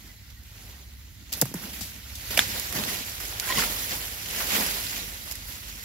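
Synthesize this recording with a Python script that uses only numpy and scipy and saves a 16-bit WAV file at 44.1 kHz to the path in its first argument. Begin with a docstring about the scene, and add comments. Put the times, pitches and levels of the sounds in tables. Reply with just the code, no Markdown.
"""Corn leaves crinkle and tear under the hands as an ear is husked: random creases excite filtered noise.
Husks squeak by stick-slip as short wavering tones, and snap as resonances struck by dying noise.
A cob and the hands drop on a springy heap of leaves, whose four modes ring low.
Behind them a distant single-cylinder pump engine throbs in harmonics of its firing rate, and the field hisses.
Two microphone ports hear the handling a little to the right, by differences of level and arrival time."""
import sys
import numpy as np
from scipy import signal
from scipy.fft import rfft, irfft, next_fast_len
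from scipy.io import wavfile
from scipy.ndimage import uniform_filter1d, map_coordinates

SR = 44100
rng = np.random.default_rng(int(sys.argv[2]) if len(sys.argv) > 2 else 0)


def put_to_file(sound):
    """Save the sound as 16-bit audio at rate SR, in the file named by the first command-line argument."""
    columns = np.atleast_2d(sound).T  # one column per channel
    safe = np.clip(columns, -1, 1)
    whole_steps = np.round(safe * 32767)
    wavfile.write(sys.argv[1], SR, whole_steps.astype(np.int16))


N = 257544

# Relative noise spectra: [f/Hz, spectral level/dB per Hz]
# standing corn stirring all round
FIELD_SPECTRUM = [(180, -47), (300, -20), (954, -14), (1180, -16), (2040, 3), (2660, -21), (4230, -2),
                  (8600, -48), (12400, -8), (15600, -5.5)]
# engine drone
DRONE_SPECTRUM = [(16, -54), (28, -21), (40, -1), (60, -1), (108, 2.5), (130, -9.5), (200, -10.5),
                  (344, -40), (450, -61), (580, -75), (990, -120)]
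# leaf crinkle
CRINKLE_SPECTRUM = [(590, -18.5), (1000, -8.5), (1050, -10), (1200, -8.5), (1430, -6.5), (1720, -5.5),
                    (1960, -1), (3970, -1), (5430, -1.5), (7280, -3), (9000, -17), (11700, -62),
                    (19800, -120)]
# bright sizzle of tearing fibres
SIZZLE_SPECTRUM = [(5500, -43), (8000, -9), (9100, -7), (11100, 1.5), (13600, 0), (15600, -4.5)]
# husk body
BODY_SPECTRUM = [(150, -70), (280, -5), (400, -0.5), (800, 0.5), (1300, -4.5), (1900, -1), (3500, -39)]
# heap thumping under the leaves
THUMP_SPECTRUM = [(50, -54), (120, -3.5), (210, 2.5), (330, -6), (520, -29), (1000, -72)]

FIRING_HZ, FIRST_FIRING_S = 16.89, 0.0487
# Third and fourth engine orders, before breeze and lean: [median rms level/dB]
STRONG_ORDERS_DB = (-54, -54.5)
# Upper engine orders, before breeze and lean: [multiple of firing rate, median rms level/dB]
UPPER_ORDERS = [(5, -62), (6, -57.5), (7, -65), (8, -67)]
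# Slowly sinking hums just under the two strong orders, so that each pair beats:
# [start t/s, end t/s, median rms level/dB, in-phase t/s, beat rate there/Hz, beat rate growth/(Hz per s)]
HUMS = [(3, 6.5, -52.5, 2.365, 2.113, 0.334), (0, 2.22, -53, 0.38, 1.92, 0.41)]
HUM_FADE_S = 0.06
# How well the engine carries on the breeze: [t/s, level over usual/dB]
BREEZE = [(0, -1.5), (1.1, -1.5), (2, 0), (2.4, 4), (3.2, 0), (3.9, 0.5), (4.8, 1), (5.84, -0.5)]
ENGINE_LEAN_DB = -1.5  # left minus right

# Modes of the heap, relaxed and at pitch factor 1: [f/Hz, level/dB, t60/s]
HEAP_MODES = [(127.6, -3, 0.067), (229, -6, 0.03), (460, -3.5, 0.022), (690, -9, 0.022)]
# Cob and hands dropping on the heap:
# [t/s, level/dB, pitch factor, second mode gain/dB, upper modes gain/dB]
THUDS = [(0.044, -43, 1.42, -15, -15), (1.4143, -35.5, 1.14, 12.5, 10), (1.4227, -18.5, 0.934, 1, 1),
         (1.456, -33, 1.08, -6, -8), (1.5112, -40, 1.8, -2, -8), (1.5407, -23.5, 1.28, -0.5, -16),
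         (1.809, -33, 1.3, -21, -6.5), (2.792, -35, 0.84, -4, -13), (2.872, -30.5, 1.46, -2, -13),
         (3.574, -27.5, 1.28, -10, -17), (4.579, -26.5, 1.37, -9, -6), (4.598, -28.5, 1.43, -13, -5)]
STIFFER, RELAX_S = 1.47, 0.0061  # initial pitch rise as a share of the lowest mode; its time constant
SMOTHER = 2  # exponent over 1: the ring holds, then loose leaves choke it

# Husk and stalk ringing as they slip or give: [middle t/s, nominal level/dB, middle f/Hz, length/s]
CREAKS = [(0.105, -52, 2010, 0.037), (0.374, -55, 1900, .025), (2.3746, -13, 2740, 0.002),
          (2.378, -14.5, 2280, 0.0026), (2.379, -21.5, 620, 0.0073), (2.392, -10, 900, 0.0034),
          (2.393, -6, 3450, 0.0019), (3.429, -30.5, 1440, 0.012), (3.481, -38, 1020, .015),
          (3.494, -29, 2310, 0.016), (3.504, -26.5, 1037, 0.019), (3.509, -25, 1880, 0.019),
          (3.523, -30, 1024, 0.016), (3.525, -25, 1990, 0.0065), (3.559, -26.5, 2000, 0.014),
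          (3.585, -24, 1085, 0.015), (3.592, -22, 2870, 0.0028), (3.477, -31, 1610, 0.012),
          (3.502, -33, 3050, 0.01), (3.527, -28.5, 3240, 0.014), (3.566, -32, 2130, 0.01),
          (3.599, -28, 1450, 0.012), (3.636, -29, 1350, 0.0053), (3.578, -30, 1970, .01),
          (3.575, -24, 2950, 0.0053)]
# Husks and stalks snapping:
# [t/s, knock level/dB, centre f/Hz, relative crack setting/dB, nominal t60/s, left minus right level/dB]
SNAPS = [(0.302, -39, 4310, -11, 0.025, -2), (0.434, -53, 2100, 11, 0.018, -2),
         (1.327, -22, 4960, 4, 0.015, 11), (1.335, -23.5, 4460, -1.5, 0.029, -12),
         (1.414, -15, 4050, 12, 0.013, -2), (1.421, -19, 1460, 3.5, 0.011, -9.5),
         (1.455, -29.5, 1280, 4.5, 0.013, -3), (1.54, -30, 1240, 6.5, 0.022, -3.5),
         (1.809, -26.5, 4800, -6, 0.19, 5.5), (2.153, -29.5, 4930, -5, 0.045, 2),
         (2.307, -32, 2020, 6, 0.016, 0), (2.3745, -12, 2590, -1.5, 0.029, -8),
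         (2.391, -2.5, 1530, -5, 0.012, -2.5), (2.475, -29, 2890, -1, .012, -4),
         (2.5975, -20, 6500, 4.5, 0.0069, -6), (2.562, -28, 1500, -6, 0.0097, 0),
         (2.725, -27.5, 1800, 5, 0.016, -11), (2.752, -28.5, 2500, 7.5, 0.0074, -5),
         (2.786, -24, 2000, -6, .012, -4), (2.837, -20, 3000, -5, 0.013, -9),
         (3.095, -34, 6000, 9, 0.0092, -9), (3.153, -32.5, 4570, -6, 0.012, -7),
         (3.201, -31.5, 1410, 3, 0.055, -4), (3.252, -28.5, 3340, 2, 0.022, -4),
         (3.324, -30, 2340, -7, .012, -7), (3.369, -27, 2490, -11, 0.0093, 0),
         (3.398, -13.5, 4500, -4, 0.0085, -7), (3.523, -20, 2800, -19, 0.024, 7.5),
         (3.623, -17, 1410, -16, 0.011, 2), (3.636, -18, 1410, -19, 0.028, -2),
         (4.259, -25, 3560, -19, 0.037, -6), (4.286, -23, 3270, -20, 0.011, 6),
         (4.303, -27.5, 3500, -2.5, 0.0092, -7), (4.404, -21, 1450, -8, 0.019, 1),
         (4.47, -24, 3190, 3, 0.012, -4), (4.578, -24, 2020, -11, 0.022, 1),
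         (4.965, -26, 2500, -8, 0.017, -4), (5.158, -44, 3000, -5.5, 0.011, -4),
         (5.312, -28, 4000, 8, .012, -4), (5.321, -35.5, 2700, 11.5, 0.015, -14),
         (5.354, -31, 2200, 3, 0.027, -5), (5.513, -37, 4000, -4, .012, -4),
         (5.522, -29, 4000, -4, .012, -6), (5.632, -36, 2470, -9, 0.02, -5),
         (5.755, -33, 4940, -13, 0.013, -12)]

# Restless leaves under the hands: [t/s, crinkle level setting/dB]
STIR = [(0, -54.5), (.2, -58.5), (.45, -58.5), (1.05, -60), (1.31, -58), (1.36, -54), (1.525, -61),
        (1.65, -48), (2.02, -52.5), (2.28, -43), (2.5, -38), (2.68, -41), (3.15, -44), (3.35, -43.5),
        (3.8, -37), (4.2, -42), (4.7, -35), (5.15, -45.5), (5.43, -48.5), (5.84, -46.5)]
STIR_MID_DB = -45  # a middling stir
# Sizzle, body and thump under the stir: [level setting at a middling stir/dB, gain/(dB per dB of stir)]
FOLLOW = [(-45, 1.13), (-58.5, 1.11), (-56, 0.5)]
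# Pulls, tears and shoves: [peak t/s, crinkle level setting/dB, 10 dB rise/s and 10 dB fall/s (floor 2 ms),
# sizzle relative level/dB, body relative level/dB, thump relative level/dB]
PULLS = [(.055, -55, -0.1, 0.05, -3, -10, 6), (.45, -60.5, -0.5, 1.4, -2, -17, -6),
         (.63, -57, 0.15, 0.3, -1, -9, -4), (.69, -54, 0.17, 0.16, -0.5, -7, -8),
         (1.323, -40, -0.02, 0.06, 2, -11, -10), (1.371, -49, -0.0862, 0.12, 10.5, -6.5, -10),
         (1.392, -68, -2.5, -5, 4, -9, -4), (1.435, -51, 0.17, 0.6, -14, -15, 2),
         (1.47, -52, -0.1, 0.1, -3, -16, -13), (1.554, -45, -0.01, 0.23, 0, -8, -4),
         (1.63, -48, 0.02, 0.1, 3.5, -4.5, -0.5), (1.733, -43.5, -0.1053, 0.18, 1.5, -15, -7.5),
         (1.829, -47.5, -0.29, 0.1, 1.5, -21, -14), (2.307, -36.5, -0.0277, 0.14, 1, -7.5, -6),
         (2.401, -29, 0.0249, 0.03, -8, -29, -12), (2.58, -39, 0.09, 0.13, -4, -7, -13),
         (2.762, -35, 0.0355, 0.116, 0.5, -3.5, 0), (2.888, -35.5, 0.02, 0.19, 0, -11.5, -12),
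         (3.21, -48.5, -0.16, 0.8, 4, -3, -31), (3.29, -54, 0.05, 0.4, -10.5, -5, -26),
         (3.5, -33.5, 0.08, 0.16, -1, -6.5, -14.5), (3.587, -29.5, 0.0282, 0.09, 0, -8.5, -8.5),
         (3.639, -37.5, -0.0163, 0.03, 2, -14, -1), (3.699, -38, 0, 0.11, 0.5, -6, -7.5),
         (3.92, -37, 0.04, 0.11, -6, -8.5, -11), (4.3, -38, -0.16, 0.06, -15, -18, -25),
         (4.41, -35.5, 0.11, 0.07, 1, -7.5, -14), (4.569, -29, 0.09, .08, 0.7, -6, -9.5),
         (4.61, -32.5, -0.015, -0.01, -9, -16, -3.5), (4.689, -31, -0.01, -0.01, -13, -14, -12),
         (4.97, -40.5, 0.15, 0.13, -0.5, -9, -8), (5.315, -43.5, 0.16, 0.02, 1, -12, -24),
         (5.5, -42.5, 0.08, 0.1, 0, -15, -17), (5.7, -47, 0.02, .005, 2, -11, -7)]

# Likeness of the two sides: [f/Hz, correlation]
ALIKE = [(100, 0.8), (400, 0.83), (1000, 0.19), (2500, 0.05), (6000, 0.33), (12000, 0.1)]
# Level difference between the ports: [f/Hz, left minus right level/dB]
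PORT_LEAN = [(60, -4), (150, -2), (380, -3), (950, -2), (2380, -3), (5980, -1), (15000, -8.5)]
LATER_LEFT_S = 2.42  # from here on the left port hears the rustle later
# Delay of the left port behind the right, before and after that time: [delay/s]
PORT_LAGS_S = (.00005, 0.000387)
# Bass roll-off of the microphone, and upper band limit of the sound: [f/Hz, level/dB]
BAND_EDGES = [(15, -12), (40, 0), (15750, 0), (15900, -28)]
TOP_HZ = 16855  # nothing sounds from here up

SIDES = np.array([[.5], [-.5]])  # left, right halves of a difference


def amp(db):
    """Decibel law: level in dB to amplitude gain."""
    return 10 ** (np.asarray(db) / 20)


def unit(x):
    """Normalisation to an rms of 1."""
    return x / np.sqrt(np.mean(x ** 2) + 1e-20)


def along(points, hz):
    """Interpolation of (Hz, value) points on a logarithmic frequency axis."""
    f, v = np.transpose(points)
    return np.interp(np.log(hz + 1), np.log(f + 1), v)


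def curves(rows):
    """Linear interpolation in time: one value per sample for each column after the time."""
    s, *columns = np.transpose(rows)
    return [np.interp(np.arange(N) / SR, s, column) for column in columns]


def wobble(rate):
    """Band-limited fluctuation: a smooth random curve with rate knots a second."""
    knots = rng.standard_normal(400)
    return map_coordinates(knots, [np.arange(N) * np.clip(rate, 0, 60) / SR])


def filtered(x, response):
    """Linear filtering: the spectrum of x times a complex frequency response."""
    m = next_fast_len(N + 8192)
    return irfft(rfft(x, m) * response(np.fft.rfftfreq(m, 1 / SR)), m)[..., :N]


def pair(spectrum, envelope=1):
    """Partial coherence: rms 1 stereo noise whose mid-side balance sets the likeness of the sides."""
    def mid_side(hz):
        turn = np.arccos(np.clip(along(ALIKE, hz), 0, 1)) / 2
        return amp(along(spectrum, hz)) * [np.cos(turn), np.sin(turn)]

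    noise = rng.standard_normal((2, N)) * envelope
    mid, side = filtered(noise, mid_side)
    return unit(np.array([mid + side, mid - side]))


def chirrups(s, db, hz, length, size):
    """Stick-slip vibration: short wavering tones, one for each row, centred on their times."""
    t = (np.arange(size) - size // 2) / SR
    bend, start = rng.standard_normal((2, len(s), 1))
    u = t / length[:, None]
    tone = np.sin(2 * np.pi * hz[:, None] * t * (1 + 0.015 * bend * u) + 3 * start)
    stutter = uniform_filter1d(rng.standard_normal(tone.shape), size=40)
    grip = .95 + .45 * unit(stutter)
    rows = amp(db)[:, None] * np.exp(-8 * u ** 2) * grip * tone
    at = np.round(s * SR).astype(int)[:, None] + np.arange(size)
    return np.bincount(at.ravel(), rows.ravel(), N + size)[size // 2:][:N]


def field():
    """Diffuse broadband noise: standing corn hisses all round at a wavering level."""
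    return amp(-58.0 + wobble(4.1)) * pair(FIELD_SPECTRUM)


def engine():
    """Harmonics of a pulse train: wavering firing orders, two beating with hums, over a throbbing drone."""
    t = np.arange(N) / SR
    turns = FIRING_HZ * (t - FIRST_FIRING_S) + 0.03 * wobble(1.32)

    def order(k, db, behind=0):
        """A sinusoid at a multiple of the firing rate, behind by so many cycles."""
        phase = 2 * np.pi * (k * turns - behind) + 0.24 * wobble(4.08)
        return -np.sqrt(2) * amp(db) * np.cos(phase)

    strong = 0
    for k, db, hum in zip((3, 4), STRONG_ORDERS_DB, HUMS):
        start, end, hum_db, together, rate, faster = hum
        heard = np.clip(np.minimum(t - start, end - t) / HUM_FADE_S, 0, 1)
        beats = (t - together) * (rate + faster * (t - together) / 2)
        strong = strong + order(k, db + 1.4 * wobble(2.36))
        strong = strong + heard * order(k, hum_db + 2.5 * wobble(2.07), beats)
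    upper = sum(order(k, db + 2.0 * wobble(3.84)) for k, db in UPPER_ORDERS)
    drone = amp(-51.0) * pair(DRONE_SPECTRUM, 1 + 0.27 * np.cos(2 * np.pi * turns))
    return (strong + upper + drone) * amp(curves(BREEZE)[0] + ENGINE_LEAN_DB * SIDES)


def thuds():
    """Modal ringing of a nonlinear spring: each blow stiffens the heap, and the pitch sags as it relaxes."""
    out, t = np.zeros(N + 8192), np.arange(8192) / SR
    squeeze = STIFFER * RELAX_S * (1 - np.exp(-t / RELAX_S))
    extra = HEAP_MODES[0][0] * squeeze  # equal Hz on every mode, so the lowest bends most
    for s, db, pitch, second_db, top_db in THUDS:
        modes = []
        for hz, level, t60 in HEAP_MODES:
            envelope = amp(level - 60 * (t / t60) ** SMOTHER) * (1 - np.exp(-t * hz / 0.42))
            modes.append(envelope * np.sin(2 * np.pi * pitch * (hz * t + extra)))
        low, second, *top = modes
        out[round(s * SR):][:8192] += amp(db) * (low + amp(second_db) * second + amp(top_db) * sum(top))
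    return out[:N]


def creaks():
    """Brief ringing of slipping husk and stalk, 2.4 dB stronger on the right."""
    return chirrups(*np.transpose(CREAKS), size=2048) * amp([[-1.2], [1.2]])


def snaps():
    """Impulsive excitation of a damped resonance: a click and dying noise, with a bright crack on top."""
    size = 4096
    out, t = np.zeros((2, N + size)), np.arange(size) / SR
    f = np.fft.rfftfreq(2 * size, 1 / SR)
    crack_gain = amp(along(SIZZLE_SPECTRUM, f)) + 0.71 * (f > 4500) * (f < 8000)
    click = 1.65 * np.exp(-((t - .0005) / .00008) ** 2)
    for s, db, hz, crack_db, t60, pan_db in SNAPS:
        shared, own = rng.standard_normal(size), rng.standard_normal((2, 2, size))
        life = t / np.clip(t60, .003, .15)
        # the break, then settling fibres
        fall = (amp(-60 * life) + 0.38 * amp(-15 * life)) * (1 - np.exp(-t / 0.00032))
        drive = fall * (shared + 1.4 * own[0]) + click
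        resonance = (1j * f * hz * 1.2 / (hz * hz - f * f + 1j * f * hz * 1.14)) ** 2
        knock = irfft(rfft(drive, 2 * size) * resonance)[:, :size]
        crack = unit(irfft(rfft(own[1], 2 * size) * crack_gain)[:, :size])
        burst = knock / np.abs(knock).max() + amp(crack_db - 5.0) * fall * crack
        out[:, round(s * SR):][:, :size] += amp(db + pan_db * SIDES) * burst
    return out[:, :N]


def handling():
    """Addition of powers: stir and pulls give the dB levels of crinkle, sizzle, body and thump."""
    t, (stir_db,) = np.arange(N) / SR, curves(STIR)
    followers = [db + grows * (stir_db - STIR_MID_DB) for db, grows in FOLLOW]
    power = amp([stir_db] + followers) ** 2
    for s, db, rise, fall, *rel_db in PULLS:
        tenths = np.where(t < s, (s - t) / max(rise, .002), (t - s) / max(fall, .002))
        shape = amp(db - 10 * tenths) ** 2
        power += shape * amp(np.array([[0, *rel_db]]).T) ** 2
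    return 10 * np.log10(power)


def squeaks(count=1500):
    """Stick-slip at random: the husk rings some cycles at a time in many small squeaks in the rustle."""
    when, size = rng.random(count) * N / SR, np.minimum(rng.exponential(size=count), 4)
    hz = 2600 * np.exp(.5 * rng.standard_normal(count)).clip(.55, 3)
    db = handling()[0][(when * SR).astype(int)] - 6 + 1.1 * size
    return chirrups(when, db, hz, 9 / hz, size=512)


def creases(per_second, spread_db, t60, bed):
    """Shot noise: leaf creases pop at random with quick decay, over a steady bed of finer ones."""
    chance, size = rng.random(N), np.minimum(rng.exponential(size=N), 4.5)
    popping = chance < per_second * amp(4 * wobble(25)) / SR
    pops = popping * amp(spread_db * size) ** 2
    power = signal.lfilter([1], [1, -amp(-120 / (t60 * SR))], pops)
    return np.sqrt(bed + power / np.mean(power))


def leaves():
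    """Buckling noise: crinkle, sizzle and body share pops, fibres tick, and the heap thumps in slow lumps."""
    db, sizzle_db, body_db, thump_db = handling()
    pops = creases(per_second=360, spread_db=1, t60=0.033, bed=4.3)
    crinkle_ticks = creases(per_second=160, spread_db=2.5, t60=0.0042, bed=0.012)
    sizzle_ticks = creases(per_second=160, spread_db=2.0, t60=0.0045, bed=.01)
    soft_pops = uniform_filter1d(pops, size=90)
    ticks = amp(db - 7) * pair(CRINKLE_SPECTRUM, crinkle_ticks)
    ticks += amp(sizzle_db - 8) * pair(SIZZLE_SPECTRUM, sizzle_ticks)
    crinkle = amp(db + 2.5) * pair(CRINKLE_SPECTRUM, pops * amp(wobble(17)))
    sizzle = amp(sizzle_db + 1.3) * pair(SIZZLE_SPECTRUM, pops * amp(0.23 * wobble(40)))
    body = amp(body_db + 4.5) * pair(BODY_SPECTRUM, soft_pops * amp(0.49 * wobble(30)))
    thump = amp(thump_db - 0.5) * pair(THUMP_SPECTRUM, amp(1.44 * wobble(22.04)))
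    return ticks + crinkle + sizzle + body + thump


def patchy(x, depth_db):
    """Time-frequency modulation: random patches of gain, as no two leaves crackle at the same pitch."""
    z = signal.stft(x, nperseg=256)[2]
    patches = uniform_filter1d(rng.standard_normal(z.shape[1:]), size=5, axis=0)  # along frequency
    patches = uniform_filter1d(patches, size=8, axis=1)  # along time
    return signal.istft(z * amp(depth_db * unit(patches)), nperseg=256)[1][:, :N]


def ports(x):
    """Level and time differences: the right port faces the hands, so it is brighter and reached first."""
    def heard(lag):
        return filtered(x, lambda hz: amp(SIDES * along(PORT_LEAN, hz))
                        * np.exp(-2j * np.pi * hz * SIDES * lag))

    before, after = (heard(lag) for lag in PORT_LAGS_S)
    return np.where(np.arange(N) < LATER_LEFT_S * SR, before, after)


def scene():
    """Superposition: background, heap, creaks and snaps, with leaves and squeaks through the ports."""
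    rustle = ports(patchy(leaves(), depth_db=1.5) + squeaks())
    return field() + engine() + thuds() + creaks() + snaps() + rustle


def record(dry):
    """Band limiting: the microphone rolls off the lowest bass, and the sound has a fixed upper band limit."""
    return filtered(dry, lambda hz: amp(along(BAND_EDGES, hz)) * (hz < TOP_HZ))


dry = scene()
out = record(dry)
put_to_file(out)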